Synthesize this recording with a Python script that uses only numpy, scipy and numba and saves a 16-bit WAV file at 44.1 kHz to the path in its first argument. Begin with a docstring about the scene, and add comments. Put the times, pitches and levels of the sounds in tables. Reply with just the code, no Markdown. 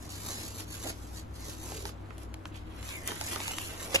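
"""The glue of packing tape fizzes as the strip is pulled off a cardboard box in two goes, close by in a small room.
The fizz is countless tiny random snaps; separate, coarser jerks drum on the box.
The flap groans and is shaken by one hard tug; taut tape rings; creases pop and knock on the box.
At the end the tape tears free in five sharp, overlapping bursts of noise that ring and thump.
Underneath lie a low hum of tones that slowly waver in level and a soft noise of air."""
import sys
import numpy as np
from scipy import signal
from scipy.fft import rfft, irfft, next_fast_len
from scipy.io import wavfile
from scipy.ndimage import uniform_filter1d, map_coordinates
from numba import njit

SR = 44100
rng = np.random.default_rng(int(sys.argv[2]) if len(sys.argv) > 2 else 0)


def master_out(mix):
    """Clip the mix to full scale and print it as 16-bit PCM to the path in sys.argv[1]."""
    frames = np.transpose(np.atleast_2d(mix))
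    ceiling = np.clip(frames, -1, 1)
    pcm = np.round(ceiling * 32767).astype(np.int16)
    wavfile.write(sys.argv[1], SR, pcm)


N = 176400


def undb(db):
    """Turn decibels into a gain."""
    return 10 ** (np.asarray(db) / 20)


def unit(x):
    """Scale to an average strength (rms) of 1."""
    return x / np.sqrt(np.mean(x ** 2) + 1e-20)


def clock():
    """Time of each sample in seconds."""
    return np.arange(N) / SR


def curve(table, index=1):
    """One column of a table, joined by straight lines in time."""
    rows = np.array(table, float)
    return np.interp(clock(), rows[:, 0], rows[:, index])


def over_hz(points, size):
    """Points joined on a log-frequency axis, read at the bins of a transform."""
    rows = np.array(points, float)
    bin_hz = np.arange(size // 2 + 1) * SR / size
    return np.interp(np.log(bin_hz + 1), np.log(rows[:, 0]), rows[:, 1])


def colour(x, points):
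    """Filter to a given spectrum without sounding early, keeping the power of white noise."""
    size = 4096
    cepstrum = irfft(np.log(unit(undb(over_hz(points, size)))))
    # folding the second half onto the first puts the filter's energy as early as possible
    cepstrum[1:size // 2] *= 2
    cepstrum[size // 2 + 1:] = 0
    response = irfft(np.exp(rfft(cepstrum)))
    return signal.fftconvolve(x, response)[:len(x)]


@njit
def resonate(x, hz, width):
    """Let through a band whose centre may move, as a resonance does."""
    y, band, low = np.empty(len(x)), 0., 0.
    for i in range(len(x)):
        g = np.tan(np.pi * hz[i] / SR)
        damping = width / hz[i]
        v = (band + g * (x[i] + 1e-18 - low)) / (1 + g * (g + damping))
        band = 2 * v - band
        low = low + 2 * g * v
        y[i] = damping * v
    return y


def ringing(x, hz, width):
    """Two equal resonances in a row make a steeper one, brought to rms 1."""
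    once = resonate(x, hz, 1. * width)
    return unit(resonate(once, hz, 1. * width))


def walk(rate):
    """Smooth random wander with rms 1, through the given number of random points per second."""
    knots = rng.standard_normal(8192)
    return unit(map_coordinates(knots, [clock() * rate], order=3, mode="wrap"))


def snaps(rate, spread_db, judder_db):
    """Dense tiny snaps of uneven size, bunched as the tape sticks and slips."""
    judder_points_per_s = 148.4
    size = undb(spread_db * np.minimum(rng.exponential(size=N), 5))
    hit = rng.random(N) < rate / SR
    sign = np.sign(rng.standard_normal(N))
    return unit(hit * size * sign * undb(judder_db * walk(judder_points_per_s)))


def patchy(x):
    """The colour shifts between patches of glue: each band swells and fades alone."""
    depth_db, patches_per_s = 0.47, 22
    octave = np.log2(np.arange(N // 2 + 1) * SR / N + 1)
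    spectrum, out = rfft(x), 0
    centres = np.arange(7, 14.1, .5)  # half-octave steps, as powers of two in Hz
    for weights in np.eye(len(centres)):
        band = irfft(spectrum * np.interp(octave, centres, weights), N)
        out = out + band * undb(depth_db * walk(patches_per_s))
    return unit(out) * np.std(x)


def ports(x, lag_ms):
    """Direct sound at two microphone ports: a positive lag delays the left, a negative one the right."""
    lag = int(round(lag_ms * SR / 1000))
    return np.array([np.pad(x, (max(late, 0), 0))[:len(x)] for late in (lag, -lag)])


def microphone(x, lag_s):
    """Direct sound reaches the left port late; the swaying box, body and walls scatter the rest."""
    # Each row: frequency in Hz, share of the sound's power that arrives by reflection (0 to 1).
    scatter = [(150, 0.057), (500, 0.33), (1200, 0.66), (5000, 0.9), (7300, 0.35), (8500, 0.0034),
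               (10300, 0.017), (12000, 0.071), (15000, 0.031)]
    early_t60_s, room_t60_s, room_db = 0.017, 0.17, -7.5  # time to fade by 60 dB; room against early
    balance_db, sway_per_s = -1, 16  # left against right; random points per second
    size, t = next_fast_len(N + SR // 2), np.arange(SR // 3) / SR
    share = np.clip(over_hz(scatter, size), 0, 1)
    hz, spectrum, out = np.arange(size // 2 + 1) * SR / size, rfft(x, size), []
    for lag, side in ((lag_s, 1), (0, -1)):
        delay = np.exp(-2j * np.pi * hz * lag)
        heard = irfft(spectrum * np.sqrt(1 - share) * delay, size)[:N]
        # three sets of echoes trade places while their total power stays even
        sway = np.array([walk(sway_per_s) for _ in range(3)])
        for weight in sway / np.linalg.norm(sway, axis=0):
            early, late = (unit(rng.standard_normal(len(t)) * np.exp(-np.log(1000) * t / t60))
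                           for t60 in (early_t60_s, room_t60_s))
            echoes = rfft(early + undb(room_db) * late, size)
            echoes = echoes / np.sqrt(uniform_filter1d(np.abs(echoes) ** 2, size=900))  # even in colour
            heard = heard + weight * irfft(spectrum * np.sqrt(share) * echoes, size)[:N]
        out.append(heard * undb(side * balance_db / 2))
    return np.array(out)


def peeling():
    """Glue threads snap; on the second pull the shorter, creased tape crinkles and rings too."""
    # Fizz of the parting glue. Each row: time in seconds, level in dB before the lift peel_db.
    peel = [(0, -57.5), (.03, -52.5), (.08, -57.5), (.105, -47), (.19, -48.5), (.235, -49), (.265, -43.5),
            (.31, -39.5), (.345, -46), (.41, -45.5), (.482, -47.5), (.52, -53), (.605, -43.5), (.665, -63),
            (.70, -51.5), (.742, -46), (.79, -52), (.84, -44), (.895, -41), (.94, -60.5), (1.03, -56),
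            (1.118, -61), (1.156, -51), (1.2, -52), (1.235, -71), (1.32, -71), (1.345, -57), (1.498, -47),
            (1.574, -56), (1.63, -46.5), (1.786, -48.5), (1.846, -54.5), (1.868, -45.5), (1.9, -52.5),
            (1.95, -83)]
    # The tape is gripped again and pulled a second time. Each row: time in seconds,
    # level of the treble in dB before hiss_db, level of the crinkly middle in dB before crinkle_db.
    second_pull = [(1.95, -75, -75), (2.16, -70, -70), (2.23, -54.5, -65), (2.27, -75.5, -88),
                   (2.45, -71, -87), (2.475, -59.5, -79), (2.52, -77, -66), (2.56, -57, -55),
                   (2.62, -74.5, -70), (2.8, -58.5, -58), (2.86, -49, -56.5), (2.9, -46, -52),
                   (3.03, -55.5, -64), (3.08, -43, -44.5), (3.16, -47.5, -54), (3.28, -42, -52),
                   (3.325, -39, -47), (3.38, -46, -50.5), (3.44, -45, -46.5), (3.51, -42.5, -50.5),
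                   (3.57, -46, -55), (3.66, -43.5, -54), (3.77, -51.5, -56), (3.83, -43.5, -51.5),
                   (3.89, -49, -56), (3.94, -42.5, -41.5), (4.0, -50, -49)]
    # Ring of the taut free length of tape. Each row: time in seconds, pitch in Hz before
    # a slight wobble, level of the lower of two rings in dB.
    tape_ring = [(2.82, 2700, -89), (2.89, 2560, -49.5), (2.96, 2280, -45), (3.03, 1900, -56),
                 (3.38, 2400, -66), (3.47, 2720, -51), (3.54, 3000, -44), (3.66, 2880, -51),
                 (3.8, 2860, -63), (4.0, 2500, -63)]
    # Colours of the glue, the hiss and the crinkle. Each row: frequency in Hz, relative level in dB.
    glue = [(500, -5.5), (1500, -3), (3200, -2.5), (4400, 1), (5400, -1.5), (6500, 1), (8500, -2),
            (11000, -1), (13000, -10), (15500, -21)]
    tape_hiss = [(1500, -7), (3000, -5), (4200, -4.5), (6000, -0.5), (7700, 0), (10500, -0.5), (13000, -10),
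                 (15500, -33)]
    crinkle_colour = [(500, -36), (1100, -8.5), (1800, -5.5), (3000, -6.5), (4200, -11), (8000, -36)]
    peel_db, hiss_db, crinkle_db = 3.5, 2.5, 5
    ring_width_hz, upper_ring_ratio, upper_ring_db = 670, 1.48, -16  # width of each resonance

    first_snaps = snaps(rate=4500, spread_db=3, judder_db=1.5)
    first = colour(first_snaps * undb(curve(peel) + peel_db), glue)
    threads = snaps(rate=4500, spread_db=3.0, judder_db=1.0)
    hiss = colour(threads * undb(curve(second_pull) + hiss_db), tape_hiss)
    creases = snaps(rate=1300, spread_db=1.5, judder_db=2.5)
    crinkle = colour(creases * undb(curve(second_pull, index=2) + crinkle_db), crinkle_colour)

    ring_hz = curve(tape_ring) * (1 + 0.012 * walk(30))
    lower = ringing(threads, ring_hz, ring_width_hz)
    upper = ringing(threads, upper_ring_ratio * ring_hz, ring_width_hz)
    ring = (lower + undb(upper_ring_db) * upper) * undb(curve(tape_ring, index=2))
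    return patchy(first + hiss + crinkle) + ring


def box_wall():
    """Coarser jerks of the tape drum on the cardboard and make the flap groan; one hard tug shakes it all."""
    # Drumming under the pull. Each row: time in seconds, level in dB before box_db.
    box = [(0, -54.5), (.22, -56.5), (.3, -45.5), (.35, -54.5), (.52, -56), (.6, -50), (.68, -77),
           (.75, -59), (.85, -53), (.95, -65), (1.4, -76), (1.48, -51.5), (1.57, -66), (1.66, -50),
           (1.88, -61), (1.95, -58), (2.75, -61.5), (3.03, -52), (3.11, -42.5), (3.17, -50), (3.28, -52.5),
           (3.34, -41), (3.44, -56), (3.51, -47), (3.58, -54.5), (3.7, -47.5), (3.77, -51), (3.92, -43.5),
           (4.0, -49)]
    # Low groan of the flexing flap. Each row: time in seconds, pitch in Hz, level in dB.
    groan_path = [(1.4, 403, -86), (1.49, 436, -47.5), (1.57, 413, -64), (1.67, 340, -56), (1.76, 396, -54),
                  (1.815, 443, -48), (1.89, 406, -51), (1.95, 400, -77)]
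    # A hard tug pulls fibres off the cardboard. Each row: time in seconds, level in dB.
    tug_path = [(.8, -85), (.84, -43), (.868, -37.5), (.902, -42.5), (.925, -50), (.96, -82)]
    # Colours of the wall and of the tug. Each row: frequency in Hz, relative level in dB.
    wall = [(80, -51), (170, -3), (280, 5), (450, 7.5), (750, 5), (1150, 2), (1700, -16), (4000, -31.5)]
    tug_body = [(120, -22), (200, -2), (270, 2), (420, -5.5), (720, 3.5), (1050, -15), (2400, -15),
                (4000, -37)]
    box_db, groan_width_hz = -1, 150  # width of each resonance

    jerks = snaps(rate=2600, spread_db=2.0, judder_db=1.5)
    drumming = colour(jerks * undb(curve(box) + box_db), wall)
    groan = ringing(rng.standard_normal(N), curve(groan_path), groan_width_hz)
    groan = groan * undb(curve(groan_path, index=2))
    fibres = snaps(rate=810, spread_db=3.5, judder_db=1.0)
    tug = colour(fibres * undb(curve(tug_path)), tug_body)
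    return patchy(drumming) + groan + tug


def tone(hz):
    """A steady sine of rms 1 that starts at a random point of its swing."""
    return np.sqrt(2) * np.sin(2 * np.pi * (hz * clock() + rng.random()))


def room(left_db=2):
    """A wavering hum and soft air noise; the lowest air noise is nearly alike on both sides."""
    # Low hum tones, each slowly wavering in level. Each row: frequency in Hz,
    # level in dB before the left-right balance, wander in dB.
    hum_rows = [(24.5, -76, 11), (97.94, -49.5, 0.3)]
    # Mains hum. Each row: time in seconds, level in dB before its wander and the balance.
    mains = [(0, -64), (.9, -53), (1.3, -45.5), (2.1, -49), (2.85, -48), (3.2, -56), (4, -90)]
    # Broad room tones. Each row: centre in Hz, width in Hz, level in dB before the balance.
    room_tones = [(234.7, 11.6, -60), (318.6, 9.1, -58)]
    # Colour of the air noise. Each row: frequency in Hz, relative level in dB.
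    air = [(20, -2.5), (36, -27), (50, 1.5), (66, 3.5), (85, 1), (125, -8), (160, -3.5), (205, -12),
           (300, -6), (400, -15), (700, -18.5), (1200, -21.5), (2000, -28.5), (4000, -37), (8000, -60),
           (15000, -101)]
    # Left-right difference against the shared sound. Each row: frequency in Hz, level in dB.
    difference = [(70, -17.5), (160, -3), (350, -6.5), (700, 4), (3000, -4.0)]
    mains_hz, mains_wander_db, air_db = 60.05, 2, -47.5

    hum = sum(tone(hz) * undb(db + wander * walk(3.1)) for hz, db, wander in hum_rows)
    hum = hum + tone(mains_hz) * undb(curve(mains) + mains_wander_db * walk(5.55))
    for hz, width, db in room_tones:
        hum = hum + undb(db) * unit(resonate(rng.standard_normal(N), np.full(N, 1. * hz), 1. * width))

    shape = unit(undb(over_hz(air, N)))
    mid = irfft(rfft(rng.standard_normal(N)) * shape, N)
    side = irfft(rfft(rng.standard_normal(N)) * shape * undb(over_hz(difference, N)), N)
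    sides = np.array([[1], [-1]])
    return (hum + undb(air_db) * (mid + sides * side)) * undb(sides * left_db / 2)


def splutter(decay):
    """A tenth of a second of fibre breaks that start at once and die away."""
    t = np.arange(SR // 10) / SR
    return np.sign(rng.standard_normal(len(t))) * np.exp(-t / decay)


def pop():
    """One clean break followed by a brief splutter of smaller ones."""
    x = undb(-19) * splutter(0.0012)
    x[0] = 1
    return x


def add(track, at, x):
    """Mix a short sound into a track at a time in seconds."""
    start = int(np.clip(at * SR, 0, N - 1))
    track[..., start:start + x.shape[-1]] += x[..., :N - start]


def crackles(crack_db=20.0, knock_db=3.5):
    """Creases pop at different places on the tape and knock on the box."""
    # Single crackles. Each row: start in seconds, level in dB before the lifts crack_db and knock_db,
    # knock in the box in dB against that level, pitch of the knock in Hz,
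    # brightness in dB per octave, lag of the left port in ms.
    crackle_rows = [(0.264, -41, 1, 800, 14, -0.081), (1.7199, -43.5, 5, 800, -1.5, 0.036),
                    (1.8543, -37, 7, 870, 0, 0.19), (1.892, -44, 3.5, 1130, -5.5, .1),
                    (2.1065, -60, 22, 1070, 0, 0), (2.1815, -48.5, 0, 940, 5.5, 0.034),
                    (2.342, -42, 0, 800, 1, 0.076), (2.4554, -39, -1, 1430, -4.5, 0.025),
                    (2.8285, -44.5, -5, 1000, .5, -0.045), (2.8907, -38, -12, 1000, 1.5, -0.17),
                    (2.9676, -46.5, -11, 1000, 22, 0), (3.076, -29, -11, 800, 12.5, -0.14),
                    (3.0868, -39, -2, 700, 4, -0.065), (3.118, -39.5, 7.5, 1060, -3, 0.11),
                    (3.2122, -31, 0, 804, 2, 0.067), (3.331, -40.5, 1, 960, -4, .05),
                    (3.3601, -34, 5, 900, -1.5, 0.063), (3.4036, -35, -7, 745, -2.5, 0.0084),
                    (3.4802, -33, -9, 900, 1.5, -0.2), (3.5115, -37, -3, 850, -1, .05),
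                    (3.5845, -30.5, -20, 900, -0.5, 0)]
    # Colour of a crackle before its brightness tilt. Each row: frequency in Hz, relative level in dB.
    crack = [(200, -15.5), (900, -1), (1900, 1), (3600, 2.5), (5500, -0.5), (8000, -6.5), (11000, -6.5),
             (15500, -31)]
    # Colour of a knock. Each row: frequency as a ratio to the knock's pitch, relative level in dB.
    knock_shape = [(.12, -35), (.4, -6.5), (.7, -3), (1, 4.5), (1.4, -5.5), (2.1, -10.5), (6, -43)]
    knock_decay_s = 0.002
    cracks, knocks = np.zeros((2, N)), np.zeros(N)
    for at, db, knock, knock_hz, tilt, lag_ms in crackle_rows:
        crack_colour = [(hz, level + tilt * np.log2(hz)) for hz, level in crack]
        sharp = ports(colour(pop(), crack_colour), lag_ms)
        add(cracks, at, undb(db + crack_db) * sharp)
        knock_colour = [(ratio * knock_hz, level) for ratio, level in knock_shape]
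        dull = colour(splutter(knock_decay_s), knock_colour)
        add(knocks, at, undb(db + knock + knock_db) * dull)
    return cracks, knocks


def burst(at, attack, decay):
    """A rush of fibre breaks that swells to a moment and dies away."""
    t = clock() - at
    swell = np.exp(np.maximum(np.minimum(t / attack, -t / decay), -40))
    return np.sign(rng.standard_normal(N)) * swell


def last_rip():
    """The tape tears free in a few quick jerks that ring the strip and thump the box."""
    # The jerks. Each row: moment of the peak in seconds, peak level in dB before colouring,
    # knock in the box in dB against that level, attack in seconds, decay in seconds.
    rips = [(3.9471, -20, -2.5, 0.0022, 0.0039), (3.951, -21, -2, 0.00033, 0.00086),
            (3.9523, -21, -10, 0.00058, 0.0023), (3.9586, -19, -17, 0.00055, 0.0011),
            (3.961, -23.5, -0.5, 0.00064, 0.0039)]
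    # What rings as the tape comes free. Each row: start in seconds, pitch in Hz,
    # starting level in dB, time to fade by 60 dB in seconds.
    rip_modes = [(3.9492, 529.2, -24, 0.016), (3.9581, 2780, -9, 0.022)]
    # Colours of the tear and the thump. Each row: frequency in Hz, relative level in dB.
    rip_tear = [(300, -8), (1500, -5), (2700, 8.5), (4200, -3), (6000, 0.5), (7800, -1.5), (10500, -3.5),
                (12500, -17), (15500, -28)]
    rip_thump = [(70, -10), (200, -2.5), (350, -7), (520, 8.5), (750, 2), (1100, -10), (2500, -22)]
    tear, thump, ring = np.zeros((3, N))
    for at, db, knock, attack, decay in rips:
        tear += undb(db) * burst(at, attack, decay)
        thump += undb(db + knock) * burst(at, attack, decay)
    for at, hz, db, t60 in rip_modes:
        t = np.maximum(clock() - at, 0)
        ring += undb(db) * np.sin(2 * np.pi * hz * t) * np.exp(-np.log(1000) * t / t60)
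    return colour(tear, rip_tear), ring, colour(thump, rip_thump)


def scene():
    """Tape and box in front of the microphone, over the hum of the room."""
    tape_lag_s, box_lag_s, rip_lag_ms = 0.000168, .00009, -0.15
    bounce_s, bounce_db = 0.000893, -5
    cracks, knocks = crackles()
    tear, ring, thump = last_rip()
    # sharp sounds come straight to the ports, then again off the box
    direct = cracks + ports(tear + ring, rip_lag_ms)
    bounce = undb(bounce_db) * np.pad(cracks[1] + tear, (int(bounce_s * SR), 0))[:N]
    tape = microphone(peeling() + bounce, tape_lag_s)
    box = microphone(box_wall() + knocks + thump, box_lag_s)
    box = box * undb(np.array([[-1.2], [1.2]]))  # shifted towards the right
    return direct + tape + box + room()


def record(dry):
    """The recorder cuts the top: a steep filter removes what lies above 15800 Hz."""
    low_pass = signal.ellip(10, .2, 80, 15800, fs=SR, output="sos")
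    return signal.sosfilt(low_pass, dry)


dry = scene()
out = record(dry)
master_out(out)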